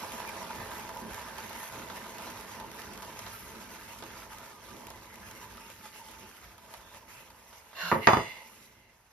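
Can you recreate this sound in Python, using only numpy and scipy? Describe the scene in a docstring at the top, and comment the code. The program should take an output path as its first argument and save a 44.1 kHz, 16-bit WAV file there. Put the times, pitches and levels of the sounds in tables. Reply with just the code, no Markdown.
"""A turntable's ball bearing rumbles, rattles and hisses through the platter, ever softer as it coasts
towards rest under a wet canvas. Loose balls clack, grit chatters, dry spots squeak; plastic rustles.
Near the end a metal tool is dragged over the plastic-covered table, bumps, drops with a loud knock,
bounces and rings. It is all heard close up, in a small studio that answers the knocks."""
import sys
import numpy as np
from scipy import signal
from scipy.fft import rfft, irfft, next_fast_len
from scipy.io import wavfile
from scipy.ndimage import uniform_filter1d, map_coordinates

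SR = 44100
rng = np.random.default_rng(int(sys.argv[2]) if len(sys.argv) > 2 else 0)


def waveform_to_disk(signal):
    """Save audio, clipped to [-1, 1], as 16-bit WAV at the path in sys.argv[1]."""
    frames = np.transpose(np.atleast_2d(signal))
    scaled = np.clip(frames, -1, 1) * 32767
    samples = np.round(scaled).astype(np.int16)
    wavfile.write(sys.argv[1], SR, samples)


N = 402191

# Resonances of platter and table top. Each row: pitch in Hz, width in Hz, level in dB.
TABLE_MODES = [(54, 15, 2), (101, 12, -2), (131.6, 18, -2), (185.3, 20, 1), (226, 28, 2), (331, 18.5, 0),
               (374, 26, -4), (430, 32, 2.5), (530, 51, 2.5), (556, 28, 2.5), (656, 35, 7), (770, 24, -3),
               (882, 56, 9.5), (975, 49, 7.5), (1163, 77, 0), (1218, 46, 5), (1352, 240, 1.5),
               (1585, 70, 2.5), (1781, 32, 3), (2014, 44, -1.5)]
# Colour of the bearing's hiss and ticks. 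Each row: frequency in Hz, gain in dB.
HISS_COLOUR = [(800, -48.5), (2000, 3), (2700, 3), (3700, -3), (4500, -4), (5500, 0.5), (6800, 2),
               (8000, 2.5), (9500, -1.5), (12000, -1), (14500, -4.5), (16000, -31)]
# Swells of rattle, hiss and grit. Each row: time in seconds, gain in dB.
TREBLE_SWELLS = [(0.0, 1), (0.78, 0.5), (1.08, -3), (1.16, 2), (1.34, -.5), (1.42, 2), (1.7, 0.5),
                 (2.38, 1.5), (2.55, -1), (2.66, -3), (2.85, 0), (3.1, 0), (3.2, 2.5), (3.6, 0), (4.08, 0),
                 (4.2, 1.5), (4.28, -1), (4.39, 1.5), (4.53, 0), (4.58, -5), (4.66, -0.5), (5.0, -1.5),
                 (5.18, -2), (5.27, 2), (5.42, 1.5), (5.47, -.5), (5.64, 2.5), (5.75, -.5), (5.86, 4.5),
                 (5.9, -1), (5.96, 3.5), (6.04, 1), (6.12, 3), (6.16, .5), (6.25, 2), (6.68, -2.5),
                 (6.72, 3), (6.88, -1.5), (6.96, 3), (7.04, -5), (7.1, 4), (7.2, 4.5), (7.26, -1),
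                 (7.48, -1), (7.54, 2.5), (7.7, 0), (8.56, 7), (8.88, -5), (9.1, -1.5)]
# Stereo images of the bearing and of the table's edge. Each row: frequency in Hz, left-right likeness.
BEARING_IMAGE = [(60, 0.91), (150, 0.97), (400, 0.7), (1200, 0.85), (2400, 0.13), (5400, 0.21),
                 (7500, 0.92), (12000, 1)]
EDGE_IMAGE = [(60, 1), (150, 1), (400, 0.4), (700, 0.6), (1300, 0.44), (2200, 0.3), (4500, -0.44),
              (7000, 0.75), (12000, 0.98)]
# The tool's blows. Each row: start in seconds, relative level in dB, click and thud offsets in dB.
TOOL_BLOWS = [(7.9155, -16, -11, -12), (7.920, -15, -30, -10), (7.926, -19.5, -26, 6),
              (7.955, -29, -31.5, 8), (7.9605, -31, -31.5, 10), (7.975, -36, -30, 3),
              (8.0714, -7.5, 2, -11), (8.0736, -8.5, -6, -10.5), (8.078, -20, -6, -6),
              (8.0856, -11.5, -11.5, -6), (8.093, -23, -7, -5), (8.101, -23, -6, -4), (8.112, -25, -8, -5),
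              (8.1334, -10.5, -6.5, -5), (8.146, -26, -6, -4.5), (8.1703, -20, -1, 3.5)]


def amp(db):
    """Decibels to gain."""
    return 10 ** (np.asarray(db) / 20)


def unit(x):
    """x at rms 1."""
    return x / np.sqrt(np.mean(x ** 2) + 1e-20)


def along(points, hz):
    """Read (Hz, value) points on a log frequency axis."""
    f, v = np.transpose(points)
    return np.interp(np.log(hz + 1), np.log(f + 1), v)


def curve(points):
    """Join (seconds, value) points into one value per sample."""
    return np.interp(np.arange(N) / SR, *np.transpose(points))


def wobble(rate):
    """A smooth random curve, rate knots a second."""
    return map_coordinates(rng.standard_normal(int(N * rate / SR) + 4), [np.arange(N) * rate / SR])


def sine(hz):
    """A tone that follows a moving pitch."""
    return np.sin(2 * np.pi * np.cumsum(hz, axis=-1) / SR)


def stroke(start, attack, hold, release, db):
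    """An envelope that rises to db, holds and lets go; times in seconds."""
    return amp(db) * np.interp(np.arange(N) / SR, start + np.cumsum([0, attack, hold, release]),
                               [0, 1, 1, 0])


def add(track, s, sound):
    """Mix a sound in at s seconds."""
    start = round(s * SR)
    track[:, start:start + sound.shape[-1]] += sound[..., :N - start]


def sized(x, db):
    """Give a hit the energy of one millisecond at db."""
    return x * amp(db) * np.sqrt(SR / 1000 / np.sum(np.mean(x ** 2, axis=0)))


def filtered(x, response):
    """x through a minimum-phase filter whose gain is response(Hz)."""
    size = 16384
    cepstrum = irfft(np.log(np.maximum(response(np.fft.rfftfreq(size, 1 / SR)), 1e-6)))
    cepstrum[..., 1:size // 2] *= 2
    cepstrum[..., size // 2 + 1:] = 0
    kernel = irfft(np.exp(rfft(cepstrum)))
    return signal.fftconvolve(np.atleast_2d(x), np.atleast_2d(kernel), axes=1)[:, :x.shape[-1]]


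def equalised(x, colour):
    """x shaped by a curve of (Hz, dB) points."""
    return filtered(x, lambda hz: amp(along(colour, hz)))


def peaks(modes, hz, base_db):
    """Gain of (Hz, width, dB) resonances standing on a flat base."""
    power = sum(amp(db) ** 2 * (hz * width) ** 2 / ((centre ** 2 - hz ** 2) ** 2 + (hz * width) ** 2)
                for centre, width, db in modes)
    return np.sqrt(power + amp(base_db) ** 2)


def through_table(x, colour, damping=1):
    """A force of the given colour shakes the table top; damping widens its resonances."""
    modes = np.array(TABLE_MODES) * [1, damping, 1]
    return filtered(x, lambda hz: amp(along(colour, hz)) * peaks(modes, hz, base_db=-11))


def spread(pair, image=BEARING_IMAGE):
    """Two unrelated signals become left and right, as alike at each frequency as the image says."""
    size = next_fast_len(pair.shape[1] + 2048)
    likeness = np.clip(along(image, np.fft.rfftfreq(size, 1 / SR)), -.98, .98)
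    turn = np.arccos(likeness) / 2
    mid, side = irfft(rfft(pair, size) * [np.cos(turn), np.sin(turn)], size)[:, :pair.shape[1]]
    return np.array([mid + side, mid - side])


def contacts(rate, scatter_db, smooth):
    """Stereo stream of tiny impacts, rate a second, on a bed of smooth friction."""
    hits = (rng.random((2, N)) < rate / SR) * rng.choice([-1, 1], (2, N))
    strength = amp(scatter_db * rng.standard_normal((2, N)))
    return spread(unit(hits * strength) + smooth * rng.standard_normal((2, N)))


def burst(t60, scatter, image=BEARING_IMAGE):
    """One contact: a sharp push, then a quickly dying scatter of near reflections."""
    t = np.arange(SR // 3) / SR
    tail = spread(rng.standard_normal((2, len(t))), image) * amp(-60 * t / t60)
    return (t == 0) + scatter * tail / np.linalg.norm(tail[0])


def speed():
    """Speed of the platter, 1 at the start: dry friction and viscous drag slow it down."""
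    stop_s, viscous_time_s = 9.66, 16
    left_s = np.maximum(stop_s - np.arange(N) / SR, .1)
    return np.expm1(left_s / viscous_time_s) / np.expm1(stop_s / viscous_time_s)


def coasting_db(full_db, loss_db):
    """A level that is full_db at full speed and loss_db lower at a tenth of it."""
    return full_db + loss_db * np.log10(speed())


def shifting(x, patchy_db):
    """The colour changes in short random patches as the balls move round."""
    bands = signal.stft(x, nperseg=512)[2]
    patches = uniform_filter1d(rng.standard_normal(bands.shape[1:]), size=3, axis=0)
    patches = uniform_filter1d(patches, size=11, axis=1)
    return signal.istft(bands * amp(patchy_db * unit(patches)), nperseg=512)[1][:, :N]


def bearing():
    """Balls roll over the roughness of their track; slower means fewer and softer impacts."""
    # Colours of the rolling forces. Each row: frequency in Hz, gain in dB.
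    rumble_colour = [(40, -40.5), (90, -13.5), (130, -5.5), (220, 0.5), (420, -3), (600, -14),
                     (1200, -52.5)]
    drone_colour = [(250, -40.5), (450, -5), (620, -3.5), (780, -3), (920, -1), (1050, 0.5), (1300, -21.5),
                    (2500, -50)]
    rattle_colour = [(500, -37), (900, -15.5), (1150, -4.5), (1500, -3.5), (2200, 1.5), (3000, -2.5),
                     (4500, -3.5), (8000, -15.5), (16000, -42.5)]
    # Swells on top of the slow fade. Each row: time in seconds, gain in dB.
    rumble_swells = [(0.0, -0.5), (0.98, -1.5), (1.06, 5.5), (1.16, -3.5), (1.56, 0.5), (1.64, -6.5),
                     (1.8, 5.0), (1.98, 0), (3.0, 2.0), (3.42, -2), (3.56, 4.5), (3.92, -3.5), (4.04, 2.5),
                     (4.2, 0), (4.62, -2.0), (4.76, 7), (5.08, -1.5), (5.4, 4), (6.02, -3.5), (6.24, 6.5),
                     (6.38, -1.0), (7.34, 0.5), (7.68, -5.5), (8.6, 10), (9.12, -2)]
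    drone_swells = [(0.0, 1), (1.74, -1), (1.88, 1), (2.52, -1.5), (2.62, 3.5), (2.7, -3.0), (3.22, 0.5),
                    (3.36, -4.5), (4.48, 1), (4.6, -5), (4.9, 2), (5.04, -1.5), (5.6, -1), (5.78, -12),
                    (5.86, -3), (5.9, -9), (6.0, -1), (6.48, -3.5), (6.72, 3.0), (7.48, 1), (7.54, 7),
                    (7.68, 1.5), (8.42, 15.5), (8.6, 1.5), (9.12, 4)]
    pace, flutter_db = speed(), wobble(45)
    treble_db = curve(TREBLE_SWELLS) + .6 * wobble(16) + flutter_db
    rumble = unit(through_table(contacts(900 * pace, scatter_db=0.5, smooth=1.0), rumble_colour))
    drone = unit(through_table(contacts(600 * pace, scatter_db=1.5, smooth=0.76), drone_colour))
    rattle = through_table(contacts(500 * pace, scatter_db=0.0, smooth=1.0), rattle_colour)
    rattle = unit(shifting(rattle, patchy_db=2.6))
    hiss = equalised(contacts(1300 * pace, scatter_db=4.0, smooth=1.51), HISS_COLOUR)
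    hiss = unit(shifting(hiss, patchy_db=2.5))
    return (rumble * amp(coasting_db(-51, 19) + curve(rumble_swells) + 1.1 * wobble(25))
            + drone * amp(coasting_db(-47, 19) + curve(drone_swells) + flutter_db)
            + rattle * amp(coasting_db(-50, 15.5) + treble_db)
            + hiss * amp(coasting_db(-49.5, 10.3) + treble_db + 0.84 * wobble(30)))


def grit():
    """Specks in the track make the balls chatter: tiny dry pings of random pitch, in uneven clumps."""
    low_hz, high_hz = 1150, 6200
    clump_db, range_db, ring_cycles = 4.5, 7, 24
    strongest_db = coasting_db(-42.5, 12) + curve(TREBLE_SWELLS)
    pings_per_s = 300 * np.sqrt(speed()) * amp(clump_db * wobble(18))
    starts = np.flatnonzero(rng.random(N) < pings_per_s / SR)
    t, out = np.arange(SR // 50) / SR, np.zeros((2, N))
    for i, (pitch, softness, left, right) in zip(starts, rng.random((len(starts), 4))):
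        hz = low_hz * (high_hz / low_hz) ** pitch
        phase = np.pi * np.array([[left], [right]])
        ping = np.sin(2 * np.pi * hz * t + phase) * amp(-60 * t * hz / ring_cycles)
        add(out, i / SR, amp(strongest_db[i] - range_db * softness) * ping)
    return out


def whir():
    """The balls' wavering tone falls with the speed and swells at each resonance of the platter."""
    hz = 2735 * speed()
    tone = sine(hz * (1 + 0.024 * wobble(130)))
    return tone * peaks(TABLE_MODES, hz, base_db=-7) * amp(coasting_db(-65.5, 11.8) + 4.1 * wobble(20))


def boom():
    """The heavy platter shakes the table's lowest modes unevenly as it turns."""
    # Colour of the shaking. Each row: frequency in Hz, gain in dB.
    boom_colour = [(20, -34.5), (35, -5), (55, -2), (100, 1), (130, -6), (220, -26), (500, -57)]
    # Its swells. Each row: time in seconds, gain in dB.
    boom_swells = [(0, 0), (.2, -3), (.45, 0), (.9, -1), (1.15, 3), (1.3, -1), (1.85, 1), (2.0, -4),
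                   (2.25, -4), (2.35, -1), (3.3, 3), (3.55, 3), (3.72, -1), (4.0, 2), (4.45, 1), (4.55, -6),
                   (4.75, 1), (5.08, 2.5), (5.14, -3), (5.3, 2), (5.75, 2), (5.85, -4), (6.2, 1),
                   (6.38, -3), (6.46, 4), (6.56, -2), (6.75, 0), (7.2, 0), (7.6, -3), (9.12, -3)]
    gain = amp(coasting_db(-57, 10.4) + curve(boom_swells) + 1.8 * wobble(9))
    return gain * unit(through_table(contacts(280, scatter_db=0.5, smooth=0.93), boom_colour))


def air():
    """The studio's quiet, steady room tone."""
    # Its colour. Each row: frequency in Hz, gain in dB.
    air_colour = [(15, -50), (25, -12), (75, -4), (150, -9), (488, -8), (856, -5.5), (1120, -10),
                  (2070, -8), (2500, -19.5), (6720, -22), (8320, -21), (10000, -21.5), (12100, -34),
                  (15000, -15.5)]
    return amp(-66.5) * unit(equalised(spread(rng.standard_normal((2, N))), air_colour))


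def clacks():
    """Loose balls catch up and tick together, knocking the platter; fewer and softer as it slows."""
    # The loudest collisions. Each row: start in seconds, relative knock and tick levels in dB.
    loud_clacks = [(.1197, -46, -35), (.2913, -40, -36.5), (.716, -32, -42), (.892, -34, -41),
                   (.972, -42, -40), (1.134, -42, -40), (1.1445, -36, -36), (1.194, -33, -40),
                   (1.383, -35, -36.5), (1.495, -36, -40), (1.5305, -36, -40.5), (1.724, -41, -40),
                   (1.900, -28, -44), (2.1834, -35, -38.5), (2.27, -31, -48.5), (2.302, -39, -40),
                   (2.41, -41, -42), (2.6, -31, -40.5), (2.7155, -42, -39), (2.818, -39, -38),
                   (2.9355, -46, -40), (2.976, -42, -39), (3.022, -35, -39), (3.028, -33, -41),
                   (3.1915, -32, -34.5), (3.2648, -28.5, -40.5), (3.988, -50, -42), (4.0245, -29.5, -46),
                   (4.037, -35, -41), (4.332, -46, -43), (4.384, -43, -41), (4.7666, -44, -43.5),
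                   (4.869, -40, -38.5), (4.903, -37, -39), (5.1415, -46, -46), (5.157, -48, -43),
                   (5.312, -39, -39), (5.572, -37, -44), (5.701, -38.5, -43), (5.856, -39, -46),
                   (6.085, -39, -52), (6.113, -42, -44), (6.444, -41.5, -52), (6.581, -40, -48),
                   (6.739, -32, -39.5), (6.946, -38, -50), (7.303, -42, -48), (7.5294, -39, -53),
                   (7.731, -37, -62)]
    # Colour of the knock. Each row: frequency in Hz, gain in dB.
    knock_colour = [(100, -15), (400, -0.5), (900, 0.5), (2000, -0.5), (4000, 6), (9000, -16)]
    pace = speed()
    faint_per_s = 4 * pace
    starts = np.flatnonzero(rng.random(N) < faint_per_s / SR)
    faint_db = -46 + 1.5 * rng.standard_normal((len(starts), 2)) + 10 * np.log10(pace[starts, None])
    faint_clacks = np.column_stack([starts / SR, faint_db])
    knock, tick = np.zeros((2, 2, N))
    for s, knock_db, tick_db in np.vstack([loud_clacks, faint_clacks]):
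        add(knock, s, amp(knock_db) * burst(t60=0.11, scatter=2.0))
        add(tick, s, amp(tick_db) * burst(t60=.016, scatter=2.6))
    return amp(15) * through_table(knock, knock_colour) + amp(11) * equalised(tick, HISS_COLOUR)


def squeaks():
    """A dry spot in the bearing sings for a moment: a narrow, unsteady tone that swells and fades."""
    # Each row: start and length in seconds, pitch and its rise in Hz, relative level in dB.
    dry_spots = [(0.262, 0.053, 2400, 0, -45), (0.38, .06, 5900, 0, -55), (3.315, 0.07, 1300, 0, -51),
                 (3.877, 0.063, 2690, 100, -55), (5.05, 0.13, 2000, 0, -58), (5.205, .09, 1650, 100, -54),
                 (5.3, .13, 2100, 50, -58), (5.59, .1, 2550, 150, -59), (5.92, .1, 2700, 100, -58),
                 (6.18, .13, 2800, 0, -61), (6.77, 0.22, 3450, 285, -64), (7.079, 0.19, 2580, 104, -59)]
    out = np.zeros((2, N))
    waver = np.array([wobble(400), wobble(400)])
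    for s, length, hz, rise_hz, db in dry_spots:
        progress = np.linspace(0, 1, round(length * SR))
        pitch = (hz + rise_hz * progress) * (1 + 0.0504 * waver[:, round(s * SR):][:, :len(progress)])
        add(out, s, amp(db + 3.5) * np.sin(np.pi * progress) * sine(pitch))
    return out


def rustle():
    """Thin plastic and paper brush under the hands with a soft, very high hiss."""
    # Each row: start, attack, hold and release in seconds, level in dB.
    brushes = [(1.54, .05, .06, .08, -49), (3.31, .02, .05, .2, -50), (7.86, .04, .04, .12, -50),
               (8.02, .04, .09, .1, -51)]
    # Their colour. Each row: frequency in Hz, gain in dB.
    brush_colour = [(2000, -30), (5500, -12), (8000, -10), (10000, -2), (12000, 0), (14500, -7)]
    friction = unit(equalised(contacts(3000, scatter_db=3, smooth=1.0), brush_colour))
    return sum(stroke(*row) for row in brushes) * friction * amp(1.2 * wobble(60))


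def chime():
    """Rubbed by the bearing, the platter's strongest mode rings briefly as a clear, wandering tone."""
    # Each row: start, attack, hold and release in seconds, level in dB, pitch in Hz.
    rubs = [(5.42, .02, .04, .03, -58, 895), (5.59, .02, .07, .025, -57, 900),
            (5.833, .015, .015, .015, -51, 862), (5.95, .012, .008, .012, -55, 880),
            (5.992, .012, .018, .012, -48.5, 905), (6.055, .012, .012, .012, -53, 890),
            (6.112, .012, .008, .012, -53, 900), (6.15, .015, .03, .015, -53.5, 885),
            (6.215, .015, .035, .015, -54, 875)]
    drift = 1 + .025 * wobble(70)
    tone = sum(stroke(*envelope) * sine(hz * drift) for *envelope, hz in rubs)
    return tone * amp(2.5 * wobble(55))


def tool_slide():
    """The tool's tip scrapes and judders over the plastic sheet; once it tips over, its shaft sings."""
    # Resonances of tip and shaft. 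Each row: pitch in Hz, width in Hz, level in dB.
    tip_modes = [(646, 150, -5), (1070, 130, 1.5), (1275, 90, -6), (2100, 200, -8), (2770, 120, 1.5),
                 (3600, 160, -6), (4170, 160, -2), (4810, 150, -15), (5520, 90, -8), (6750, 180, -9.5),
                 (7900, 630, -23.5), (12470, 800, -15)]
    shaft_modes = [(950, 200, -17), (2072, 90, 7), (2150, 70, 0), (2670, 90, -1), (2830, 90, 0.5),
                   (4080, 200, -10), (4700, 400, -18), (11800, 2500, -33)]
    # The tip's main resonance sinks as it tilts.
    # Each row: time in seconds, pitch and width in Hz, relative level in dB.
    tip_glide = [(7.785, 1740, 420, -3), (7.845, 1520, 380, -2), (7.895, 1430, 380, -3)]
    # The shaft's singing as it slides to rest. Each row: time in seconds, level in dB.
    shaft_levels = [(7.91, -90), (7.94, -49), (7.995, -51), (8.04, -38.5), (8.22, -42), (8.33, -46.5),
                    (8.46, -55.5), (8.53, -72.5), (8.9, -63.5), (9.05, -90.5)]
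    t = np.arange(N) / SR
    crossfade_s, judder_start_s = .045, 7.826
    scrape = contacts(2500, scatter_db=2, smooth=0.9)
    tip = unit(filtered(scrape, lambda hz: peaks(tip_modes, hz, base_db=-47)))
    for s, hz, width_hz, db in tip_glide:
        fade = np.exp(-((t - s) / crossfade_s) ** 2)
        resonance = unit(filtered(scrape, lambda f: peaks([(hz, width_hz, 0)], f, base_db=-60) ** 2))
        tip += amp(db) * fade * resonance
    rub = contacts(900, scatter_db=0, smooth=0.8)
    shaft = unit(filtered(rub, lambda hz: peaks(shaft_modes, hz, base_db=-27)))
    judder_hz = 180 - 120 * (t - judder_start_s)  # pressed harder, the tip sticks and slips
    judder = sine(judder_hz * (1 + 0.025 * wobble(81)))
    return (stroke(start=7.738, attack=.085, hold=.07, release=.075, db=-36.8) * tip
            + stroke(judder_start_s, attack=.015, hold=.045, release=.02, db=-46) * judder
            + amp(curve(shaft_levels)) * shaft)


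def tool_knocks():
    """Each blow raps and thumps the table, bare metal contact adds a click, and the room answers."""
    # Colours of a blow's three parts. Each row: frequency in Hz, gain in dB.
    rap_colour = [(30, -29), (100, -8.5), (300, -8.5), (600, 2), (900, 3.5), (1230, 5), (1550, -1.5),
                  (1900, 3.5), (2600, 1.5), (4000, -20.5), (7000, -27.5), (15000, -56.5)]
    thud_colour = [(25, -26.5), (60, -8.5), (115, 2.5), (220, -3), (420, 0.5), (900, -23), (4000, -67.5)]
    click_colour = [(500, -4.5), (1500, 2), (2600, 4), (3800, 2), (6000, -1.5), (7500, -8), (11000, -23.5),
                    (15000, -39.5)]
    out = np.zeros((2, N))
    for s, db, click_db, thud_db in TOOL_BLOWS:
        rap = through_table(burst(t60=0.035, scatter=2.56, image=EDGE_IMAGE), rap_colour, damping=1.34)
        thud = through_table(burst(t60=0.043, scatter=0.11, image=EDGE_IMAGE), thud_colour)
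        click = equalised(burst(t60=0.009, scatter=2.6, image=EDGE_IMAGE), click_colour)
        blow = sized(rap, db + 4) + sized(thud, db + thud_db) + sized(click, db + click_db - 8.5)
        add(out, s, blow)
        add(out, s, amp(-5) * studio(blow))
    return out


def studio(x):
    """The small room's reverb: each frequency dies at its own speed."""
    # Each row: frequency in Hz, seconds to fall by 60 dB.
    decay_times = [(100, 0.25), (500, 0.27), (1500, 0.25), (5000, 0.16), (14000, 0.11)]
    noise = spread(rng.standard_normal((2, SR * 3 // 4)), EDGE_IMAGE)
    hz, t, bands = signal.stft(noise, SR, nperseg=256)
    decay = amp(-60 * t / along(decay_times, hz)[:, None])
    build_up = 1 - np.exp(-t / 0.003)
    tail = signal.istft(bands * decay * build_up, SR, nperseg=256)[1]
    return signal.fftconvolve(x.mean(axis=0)[None], tail / np.linalg.norm(tail[0]), axes=1)


def tool_ring():
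    """Every click feeds the steel tool's modes, which die away and waver as it rocks on the sheet."""
    # Each row: pitch in Hz, relative level in dB, seconds to fall by 60 dB.
    steel_modes = [(1947, -1, .62), (2061, -6.5, .8), (2977, -3, .38), (3484, -4, .58), (4839, -7, .58),
                   (5911, -15.5, 1.0), (6352, -10, .6), (6820, -11.5, .38), (8473, -10, .55)]
    limit_db = -12  # a harder click presses the tool into the sheet and rings it no louder
    t, out = np.arange(N) / SR, np.zeros((2, N))
    struck = t >= TOOL_BLOWS[0][0]
    t = t[struck]
    knots = np.linspace(t[0], t[-1], 50)
    for hz, mode_db, t60 in steel_modes:
        energy = sum((t >= s) * amp(min(db + click_db, limit_db) - 60 * np.abs(t - s) / t60) ** 2
                     for s, db, click_db, _ in TOOL_BLOWS)
        swell, turn = (np.interp(t, knots, rng.standard_normal(len(knots))) for _ in range(2))
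        rocking = amp(3 * swell) * np.sin(2 * np.pi * (hz * t + .13 * turn + .3 * rng.random((2, 1))))
        out[:, struck] += amp(mode_db) * np.sqrt(energy) * rocking
    return amp(-25) * out


def scene():
    """Everything on the table sits a little to the right, over the room tone."""
    # The table's stereo balance. Each row: frequency in Hz, left minus right in dB.
    balance = [(60, -1), (200, -2), (1300, -2.5), (2400, -2), (4400, -6), (8000, -1.5), (13000, 0.8)]
    table = (tool_knocks() + tool_ring() + tool_slide() + rustle()
             + bearing() + grit() + whir() + boom() + squeaks() + chime() + clacks())
    return filtered(table, lambda hz: amp(np.outer([.5, -.5], along(balance, hz)))) + air()


def record(dry):
    """The microphone dips the treble, shifts left against right and cuts the top; the loudest peaks are rounded
    off softly."""
    # Phase between its two ports. 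Each row: frequency in Hz, lead of the left in radians.
    port_phase = [(100, -0.03), (500, -0.2), (1460, -0.1), (4390, 1.26), (5430, 0.54), (6980, 3),
                  (8610, 3.5), (11100, 5), (12300, 4), (14600, 10), (15300, 9.5)]
    notch_hz, width_hz, depth_db, top_hz = 8050, 700, 7, 14550
    notched = filtered(dry, lambda hz: amp(-depth_db / (1 + ((hz - notch_hz) / width_hz) ** 2)))
    rounded = notched / (1 + (notched / .92) ** 6) ** (1 / 6)
    size = next_fast_len(N + 8192)
    hz = np.fft.rfftfreq(size, 1 / SR)
    ports = np.exp(1j * np.outer([.5, -.5], along(port_phase, hz)))
    return irfft(rfft(rounded, size) * ports * (hz < top_hz), size)[:, :N]


dry = scene()
out = record(dry)
waveform_to_disk(out)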